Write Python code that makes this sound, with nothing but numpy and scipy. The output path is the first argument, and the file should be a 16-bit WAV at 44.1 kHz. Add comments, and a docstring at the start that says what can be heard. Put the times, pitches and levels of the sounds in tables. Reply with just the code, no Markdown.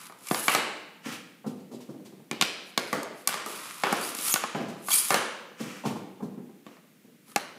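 """Hockey practice in a small garage

Heard from floor level beside a plastic shooting board: a taped blade drags, taps and slaps pucks.
The rasp and swishes are coloured noise, the blows are short chatter with ringing modes,
and the thumps are swelling bands of noise with a hollow note. Pucks swish into the net, thump against
the far end and tumble; the bare room rings after every blow as decaying noise. A quiet hiss lies below."""
import sys
import numpy as np
from scipy import signal
from scipy.fft import rfft, irfft, next_fast_len
from scipy.io import wavfile
from scipy.ndimage import uniform_filter1d

SR = 44100
rng = np.random.default_rng(int(sys.argv[2]) if len(sys.argv) > 2 else 0)


def transcribe(u):
    """Save the signal u as a 16-bit wav file named by the first command-line argument.

    u: samples, shape (n,) or (channels, n), limited to [-1, 1]; the rate is SR.
    q: integer samples, one column per channel.
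    """
    v = np.clip(np.atleast_2d(u).T, -1, 1)
    q = np.round(v * 32767).astype(np.int16)
    wavfile.write(sys.argv[1], SR, q)


N = 334392
TIME = np.arange(N) / SR
BITE_DB_PER_S, LIFT_DB_PER_S = 325.5, 420.5  # how fast the blade takes hold and lets go


def amp(db):
    """Decibels to gain."""
    return 10 ** (np.asarray(db) / 20)


def unit(x):
    """Scales to rms 1."""
    return x / np.sqrt(np.mean(x ** 2) + 1e-20)


def read(points, hz):
    """Reads a table of (Hz, value) on a log-frequency axis."""
    f, value = np.transpose(points)
    return np.interp(np.log(hz + 1), np.log(f + 1), value)


def add(mix, start_s, sound):
    """Mixes a sound in at a time."""
    part = mix[max(round(start_s * SR), 0):][:len(sound)]
    part += sound[:len(part)]


def shape(x, points):
    """Filters x by a table of (Hz, dB)."""
    size = next_fast_len(len(x))
    gain = amp(read(points, np.fft.rfftfreq(size, 1 / SR)))
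    return irfft(rfft(x, size) * gain, size)[:len(x)]


def colour(x, points):
    """Filters x by a table of (Hz, dB), then scales it to rms 1."""
    return unit(shape(x, points))


def band(x, lo_hz, hi_hz, order=3):
    """Causal band-pass."""
    edges = [lo_hz, min(hi_hz, .48 * SR)]
    return signal.sosfilt(signal.butter(order, edges, "band", fs=SR, output="sos"), x)


def wander(count, size):
    """Smooth chance of rms 1 that changes over about size samples."""
    noise = rng.standard_normal(count)
    return unit(uniform_filter1d(uniform_filter1d(noise, size), size))


def gesture(start_s, length_s, db, swell_db, attack_db_per_s, release_db_per_s):
    """Gain of one motion: a rise up to start_s, a hold that swells or sags, then a release."""
    end_s = start_s + length_s
    hold = db + swell_db * np.clip((TIME - start_s) / length_s, 0, 1)
    attack = attack_db_per_s * np.clip(start_s - TIME, 0, 1)
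    release = release_db_per_s * np.clip(TIME - end_s, 0, 1)
    return amp(hold - attack - release)


def hiss(level_db=-59):
    """Steady background noise with a fixed spectrum."""
    # colour of the hiss: hz, relative_db
    hiss_colour = [(25, -23), (70, -11.5), (180, 17), (400, 4.5), (800, -12), (2000, -3.5), (5000, -12),
                   (10000, -11.5), (15500, -11)]
    return amp(level_db) * colour(rng.standard_normal(N), hiss_colour)


def garage_tail(build_s=0.002):
    """The dense ring of the bare room: freshly drawn noise whose highest treble dies first."""
    # decay of the bare room: hz, t60_s
    room_decay = [(120, 0.5), (350, 0.93), (1000, 0.82), (2800, 0.89), (5000, 0.77), (9000, 0.57),
                  (15000, 0.16)]
    t, hz = np.arange(0, SR, 256) / SR, np.fft.rfftfreq(512, 1 / SR)[:, None]
    real, imag = rng.standard_normal((2, len(hz), len(t)))
    decay = amp(-60 * t / read(room_decay, hz))
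    tail = signal.istft((real + 1j * imag) * decay, nperseg=512)[1]
    return 0.00099 * (1 - np.exp(-TIME[:len(tail)] / build_s)) * tail


def garage(x):
    """Reverberation of the longer sounds: each moment sets off the coloured ring of the room."""
    # colour of the reverberation: hz, gain_db
    room_colour = [(100, 4), (220, -0.5), (450, -1.5), (1000, -3.5), (2800, -3), (6000, -6.5),
                   (13000, -0.5)]
    return signal.fftconvolve(x, shape(garage_tail(), room_colour))[:N]


def net(flutter_db=0.5, rise_db_per_s=676, sag_db_per_s=23, settle_db_per_s=218):
    """Mesh and backing are jolted, rustle unevenly and settle; a faint shoe scuff shares their coloured noise."""
    # swishes of the net and its backing, and a faint shoe scuff near 6.7 s, before the mix:
    # start_s, length_s, level_db
    swishes = [(1.06, 0.091, -45), (5.601, 0.19, -48.5), (5.861, 0.016, -46.5), (6.667, 0.092, -66)]
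    # colour of the rustle: hz, relative_db_per_hz
    net_colour = [(290, -34), (500, -4), (646, -9), (1240, -1.5), (1350, -2.5), (2800, -4), (4050, -13),
                  (5780, -10), (15000, -24.5)]
    sway = sum(gesture(start_s, length_s, db, -sag_db_per_s * length_s, rise_db_per_s, settle_db_per_s)
               for start_s, length_s, db in swishes)
    flutter = amp(flutter_db * wander(N, size=300))
    return sway * flutter * colour(rng.standard_normal(N), net_colour)


def contacts(gap_s=.05, slowing=1.1):
    """Each thump as its contacts: perhaps an edge first, the full landing, then ever slower and weaker rebounds."""
    # pucks landing and feet, before the mix; an edge lead counts above gap_s / 10, a tumble above gap_s:
    # start_s, boom_db, knock_re_boom_db, tick_re_boom_db, edge_lead_s, tumble_s
    landings = [(1.058, -37.5, -15, -21, 0.00024, 0), (1.116, -47.5, -18, 2.5, 0.000056, 0),
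                (1.461, -31.5, -21, -18.5, 0.018, 0), (1.591, -52, -12, -13, 0.00053, 0),
                (1.712, -42, -20, -14.5, 0.00079, 0), (1.732, -39.5, -24, -16, 0, 0),
                (1.802, -53.5, -1, -1.5, 0.0011, 0), (1.888, -39, -20, -23, 0.00083, .33),
                (2.048, -57, -11, 2.5, 0.0043, 0), (2.32, -39.5, -5.5, -43, 0, 0),
                (4.546, -33, -2, -17, 0.0016, 0), (4.601, -33, -23, -20, 0.0039, 0),
                (4.679, -38, -11, -12, 0, 0), (5.6, -33.5, -17, -12, 0, .07),
                (5.851, -27, -6, -15.5, .015, .13), (6.222, -32, -20, -25, .02, 0),
                (6.374, -40.5, -35, -42, 0.00064, 0), (6.491, -53.5, -9, -26, 0.0017, 0),
                (7.04, -57, -22, -18, 0.0012, 0), (7.08, -56, -28, -18, 0.0015, 0.089),
                (7.279, -57.5, -10, -19, 0.004, 0), (7.556, -54, -6, -15, 0, 0)]
    edge_db, edge_knock_db, edge_tick_db = -15, 1.5, -23  # boom re the landing; knock and tick re that boom
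    rebound_db, fade_db = -5.5, -7  # a rebound re its landing, and the further loss over the tumble
    rebounds_s = np.cumsum(gap_s * slowing ** np.arange(10))  # each gap is longer than the last
    for start_s, boom_db, knock_db, tick_db, lead_s, tumble_s in landings:
        if lead_s > gap_s / 10:
            yield start_s - lead_s, boom_db + edge_db, edge_knock_db, edge_tick_db
        yield start_s, boom_db, knock_db, tick_db
        for after_s in rebounds_s:
            if after_s < tumble_s:
                weaker_db = boom_db + rebound_db + fade_db * after_s / tumble_s
                yield start_s + after_s, weaker_db, knock_db, tick_db


def thumps(rise_s=.01, knock_s=0.0051, tick_s=0.014, panel_hz=215, panel_db=-4.5, panel_s=0.0064):
    """Soft, heavy blows: a quick knock and a hollow low note in a boom that swells and dies, with a little rattle."""
    out = np.zeros(N)
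    t = np.arange(SR // 5) / SR
    # each envelope peaks at its own time
    swell, rap, snap, hollow = (t / s * np.exp(1 - t / s) for s in (rise_s, knock_s, tick_s, panel_s))
    for start_s, boom_db, knock_db, tick_db in contacts():
        noise = rng.standard_normal(len(t))
        note_hz = panel_hz * (1 + 0.073 * rng.standard_normal())
        note = np.sin(2 * np.pi * note_hz * t) * hollow
        boom = band(noise, 152, 427, order=2) * swell
        knock = band(noise, 290, 1010) * rap
        tick = band(noise, 1500, 6800, order=1) * snap
        parts = [(note, panel_db), (boom, -2), (knock, knock_db - 1), (tick, tick_db)]
        add(out, start_s, sum(amp(boom_db + db - 13) * unit(part) for part, db in parts))
    return band(out, 103, 16000, order=2)


def rubbing(glide_fade_db_per_s=45.5):
    """Gains of rasp and grit: blade strokes give both, a puck gliding on alone and slowed by friction only grit."""
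    # strokes of the blade over the board, before the mix:
    # start_s, length_s, rasp_db, swell_over_stroke_db, grit_re_rasp_db
    strokes = [(.01, 0.061, -50, -2, 2), (0.209, 0.088, -56.5, 14, -3.5), (0.318, .22, -36, 2.5, -14),
               (2.682, 0.0092, -57.5, 1.5, -13), (2.83, 0.088, -57, 3, -3), (3.183, .04, -54, -4, -5),
               (3.5, 0.46, -44, -6.5, 2), (3.95, 0.11, -49, 8, 0), (4.022, 0.078, -36.5, -1, -5),
               (4.177, 0.13, -37.5, 11, -7.5), (4.933, 0.07, -20, -5.5, -14.5),
               (5.024, 0.099, -32, -1.5, -10), (7.296, 0.027, -55.5, -1, -1), (7.407, .02, -53, -6, 8)]
    # gritty scuffs of struck pucks gliding on, before the mix: start_s, length_s, level_db
    glides = [(.53, .08, -38.5), (3.32, 0.14, -37.5), (3.92, 0.35, -34), (4.43, 0.62, -40),
              (5.17, 0.079, -42)]
    rasp, grit = np.zeros((2, N))
    for start_s, length_s, db, swell_db, grit_db in strokes:
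        stroke = gesture(start_s, length_s, db, swell_db, BITE_DB_PER_S, LIFT_DB_PER_S)
        rasp = np.maximum(rasp, stroke)
        grit = np.maximum(grit, amp(grit_db) * stroke)
    for start_s, length_s, db in glides:
        fade_db = -glide_fade_db_per_s * length_s
        grit = np.maximum(grit, gesture(start_s, length_s, db, fade_db, BITE_DB_PER_S, LIFT_DB_PER_S))
    return rasp, grit


def slide(rasp_gain, grit_gain, grains_per_s=3500, judder_db=1.5, smooth=0.92,
          snags_per_s=30, snag_db=6, snag_s=0.0026):
    """Tape catches on scratches in the plastic: dense tiny slips and a few deeper snags, bright with grit below."""
    # colour of the bright rasp: hz, relative_db_per_hz
    rasp_colour = [(1760, -47), (3000, -14), (4570, -10.5), (6090, -8.5), (6670, -5), (8400, -3),
                   (10700, 3.5), (13700, -7), (14900, -5.5), (15700, -21.5), (16000, -51)]
    # colour of the grit below it: hz, relative_db_per_hz
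    grit_colour = [(60, -41.5), (130, -13.5), (250, -11), (700, -11), (1200, 3), (1650, -5.5), (2400, -3.5),
                   (3300, -7.5), (4800, -9.5), (8000, -18), (14000, -54)]
    slips = rng.standard_normal(N) * (rng.random(N) < grains_per_s / SR)
    snag_starts = rng.random(N) < snags_per_s / SR
    snags = signal.lfilter([1], [1, -np.exp(-1 / (snag_s * SR))], 1e-12 + snag_starts)
    friction = unit(slips) + smooth * rng.standard_normal(N)
    friction *= amp(snag_db * np.minimum(snags, 1))
    rasp = colour(friction * amp(judder_db * wander(N, size=200)), rasp_colour)
    grit = colour(friction * amp(judder_db * wander(N, size=200)), grit_colour)
    return rasp_gain * rasp + grit_gain * grit


def chirps(rasp_gain, per_s=130, length_s=0.015, glide=0.097, level_db=-15, spread_db=12):
    """Wherever the blade slides, threads of tape give tiny rising squeals that follow the gain of the rasp."""
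    out = np.zeros(N)
    u = np.linspace(0, 1, int(length_s * SR))
    for when, pitch, size in rng.random((int(per_s * N / SR), 3)):
        hz = (3000 + 8000 * np.sqrt(pitch)) * (1 + glide * u)
        gain = rasp_gain[int(when * N)] * amp(level_db + spread_db * size ** 2)
        whistle = np.sin(2 * np.pi * np.cumsum(hz) / SR)
        add(out, when * N / SR, gain * np.sin(np.pi * u) * whistle)
    return out


def squeaks(waver=0.042, octave_db=-3, broken_db=4):
    """Stick and slip briefly fall into step: a rough, broken rising whistle and its octave."""
    # squeaks of the tape as the blade speeds up, before the mix:
    # start_s, length_s, start_pitch_hz, end_pitch_hz, level_db
    whistles = [(4.018, 0.041, 4360, 5250, -39), (4.313, 0.03, 6510, 6860, -27),
                (4.902, 0.075, 2203, 2513, -33.5), (4.912, 0.019, 3160, 3460, -25.5),
                (4.935, 0.072, 8430, 9850, -24), (4.976, 0.023, 4370, 5440, -30)]
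    out = np.zeros(N)
    for start_s, length_s, start_hz, end_hz, db in whistles:
        count = int(length_s * SR)
        hz = np.linspace(start_hz, end_hz, count) * (1 + waver * wander(count, size=20))
        phase = 2 * np.pi * np.cumsum(hz) / SR
        grip = amp(db + broken_db * wander(count, size=120)) * signal.windows.tukey(count, .6)
        add(out, start_s, grip * (np.sin(phase) + amp(octave_db) * np.sin(2 * phase)))
    return out


def blows(contact_s=0.0019, chatter=0.84, ring=0.12, main_ring=0.19, main_t60=0.07,
          rattle=0.022, rattle_s=0.0093, room_gain_db=71, ripple_db=2.5, snap_lift_db=1.5):
    """A sharp contact with a few ms of chatter rings blade and board; each blow has its own room tail of noise."""
    # blade, puck and shoe on the board, before the mix: start_s, knock_db, thud_re_knock_db,
    # crack_re_knock_db, crack_tilt_db_per_octave, relative_room_db, main_ring_hz
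    hits = [(.098, -48, -8.5, -24, -6, 2, 1280), (0.1226, -50, -14.5, -13, -3, -1, 1220),
            (0.2698, -56.5, -24, 3, 4, -13, 2328), (0.286, -54.5, -31, 9.5, 0.5, -15, 2340),
            (0.3118, -27, 2, -9, -8, -5, 742), (0.3457, -31, -20, -5, -3, 1.5, 1190),
            (0.4811, -22.5, -13.5, -2.5, -9, 2, 2284), (.549, -23, -10, -5.5, -3, 2, 1260),
            (2.3124, -36.5, 3.5, 1, -5.5, -3, 2420), (2.412, -28, -9.5, 5, -5.5, -0.5, 1103),
            (2.4228, -29, -2, 5, -8.5, -13, 1410), (2.7766, -26.5, -5, 1, -6, -4, 1120),
            (2.9288, -28, -5, -13, -0.5, 4.5, 1134), (3.0312, -42, -19, -9, 3.5, -9, 1000),
            (3.274, -31.5, -16, -1.5, 5.5, -5, 1157), (3.29, -35, -12.5, -2, -11, 2, 1500),
            (3.3415, -34.5, -12.5, -7, -2.5, 1.5, 1204), (3.4618, -40, -5, -14.5, 6, 6, 1200),
            (3.836, -24, -11.5, -7.5, -9, 4, 838), (3.869, -28, -14, -15, -6, -3, 1500),
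            (3.9262, -25, -3, -18, 4, -1, 808), (4.1498, -48, 0, -1, 6, -4, 1070),
            (4.187, -49, -1, 6, -0.5, 3.5, 1240), (4.3401, -33, -3, 3, 3.5, -5.5, 1190),
            (4.3594, -28.5, -32, -5.5, -10.5, 0, 1479), (4.4381, -28.5, -11, -11.5, -6.5, -7, 1077),
            (4.548, -37, -2, -8, -21.5, 6, 870), (4.885, -32.5, -18, -12, -2, -11, 1170),
            (4.906, -37, -27, 0, -9, -15, 1040), (5.105, -24, -12, -7.5, -2.5, 4, 785),
            (5.143, -26, -8, -3, -2.5, 2.5, 757), (6.6651, -50, 5, -6.5, -10, -2, 1140),
            (6.768, -57.5, -12, -10, -11, -3, 1060), (7.3607, -23.5, -8, -4.5, -3, -9.5, 814)]
    # what blade and board ring with: nominal_pitch_hz, relative_db, t60_s
    board_modes = [(151, -20.5, 0.032), (237.6, -3, 0.035), (338, -1.5, 0.029), (653, -28, 0.032),
                   (824, -6.5, 0.084), (1180, 4.5, 0.034), (1459, -1.5, 0.04), (1807, -7.5, 0.08),
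                   (2243, 0.5, 0.033), (2732, 0.5, 0.027), (3450, 3, 0.018), (5360, -1, .02),
                   (6630, -4, 0.016), (9540, 1, 0.019)]
    # bands of a blow, in rows knock, thud, crack, snap and tick: from_hz, to_hz
    zones = [(610, 1980), (153, 443), (2200, 4380), (4520, 7520), (7740, 12600)]
    # what a blow sends into the room: hz, gain_db
    clatter = [(60, -26.5), (130, -6.5), (220, -0.5), (480, 1), (800, -2), (1200, -1), (2400, -1),
               (4000, -2.5), (7000, -5), (11000, -3.5), (15500, -4.5)]
    # ceiling and near walls: delay_s, linear_gain
    echoes = [(.0135, 0.11), (.0165, 0.085), (.0195, .1), (.037, .05)]
    dry, room = np.zeros((2, N))
    t = np.arange(SR // 6) / SR
    first = t < .012  # the stretch that sets the level of each band
    grid = np.geomspace(100, 16000, 70)
    treble_hz = np.sqrt(np.prod(zones[2:], axis=1))
    octaves = np.log2(treble_hz / treble_hz[0])
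    for start_s, knock_db, thud_db, crack_db, tilt_db, room_db, main_hz in hits:
        # the tilt carries the crack into snap and tick; the snap is lifted by a fixed amount
        treble_db = crack_db + tilt_db * octaves + np.array([0, snap_lift_db, 0])
        levels = knock_db + np.array([0, thud_db, *treble_db])
        envelope = chatter * np.exp(-t / contact_s) + rattle * np.exp(-t / rattle_s)
        hit = rng.standard_normal(len(t)) * envelope
        hit[0] += 2.5
        # each mode's pitch varies a little at random from blow to blow
        for mode_hz, db, t60 in board_modes:
            hz = mode_hz * (1 + .03 * rng.standard_normal())
            hit += ring * amp(db - 60 * t / t60) * np.sin(2 * np.pi * hz * t)
        hit += main_ring * amp(-60 * t / main_t60) * np.sin(2 * np.pi * main_hz * t)
        parts = [band(hit, lo, hi) for lo, hi in zones]
        add(dry, start_s, sum(amp(db) * part / np.std(part[first]) for part, db in zip(parts, levels)))
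        # the tail carries the same balance, with a random ripple over frequency
        balance = sorted((np.sqrt(lo * hi), db - 10 * np.log10(hi - lo))
                         for (lo, hi), db in zip(zones, levels))
        rippled_db = read(balance, grid) + ripple_db * rng.standard_normal(len(grid))
        tail = shape(garage_tail(), np.transpose([grid, rippled_db]))
        add(room, start_s, amp(room_db + room_gain_db) * tail)
    out = dry + shape(room, clatter)
    for delay_s, gain in echoes:
        add(out, delay_s, gain * dry)
    return out


def scene():
    """Near sounds are mostly direct; far ones arrive largely by way of the room."""
    rasp_gain, grit_gain = rubbing()
    rasp = slide(rasp_gain, grit_gain) + squeaks() + chirps(rasp_gain)
    thud, swish = thumps(), net()
    direct = amp(1) * blows() + amp(-1.5) * rasp + amp(4.5) * thud + amp(5) * swish
    room = garage(amp(-2.5) * rasp + amp(6) * thud + amp(3.5) * swish)
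    return (direct + room + hiss())[None]


def record(dry, low_cut_hz=115, edge_hz=15600):
    """A small microphone with little bass that rounds off the sharpest peaks, then the band limit."""
    thin = signal.sosfilt(signal.butter(2, low_cut_hz, "high", fs=SR, output="sos"), dry)
    rounded = .8 * np.tanh(thin / .8)
    lowpass = signal.firwin(401, edge_hz, window=("kaiser", 8), fs=SR)
    return signal.oaconvolve(rounded, lowpass[None], "same")


dry = scene()
out = record(dry)
transcribe(out)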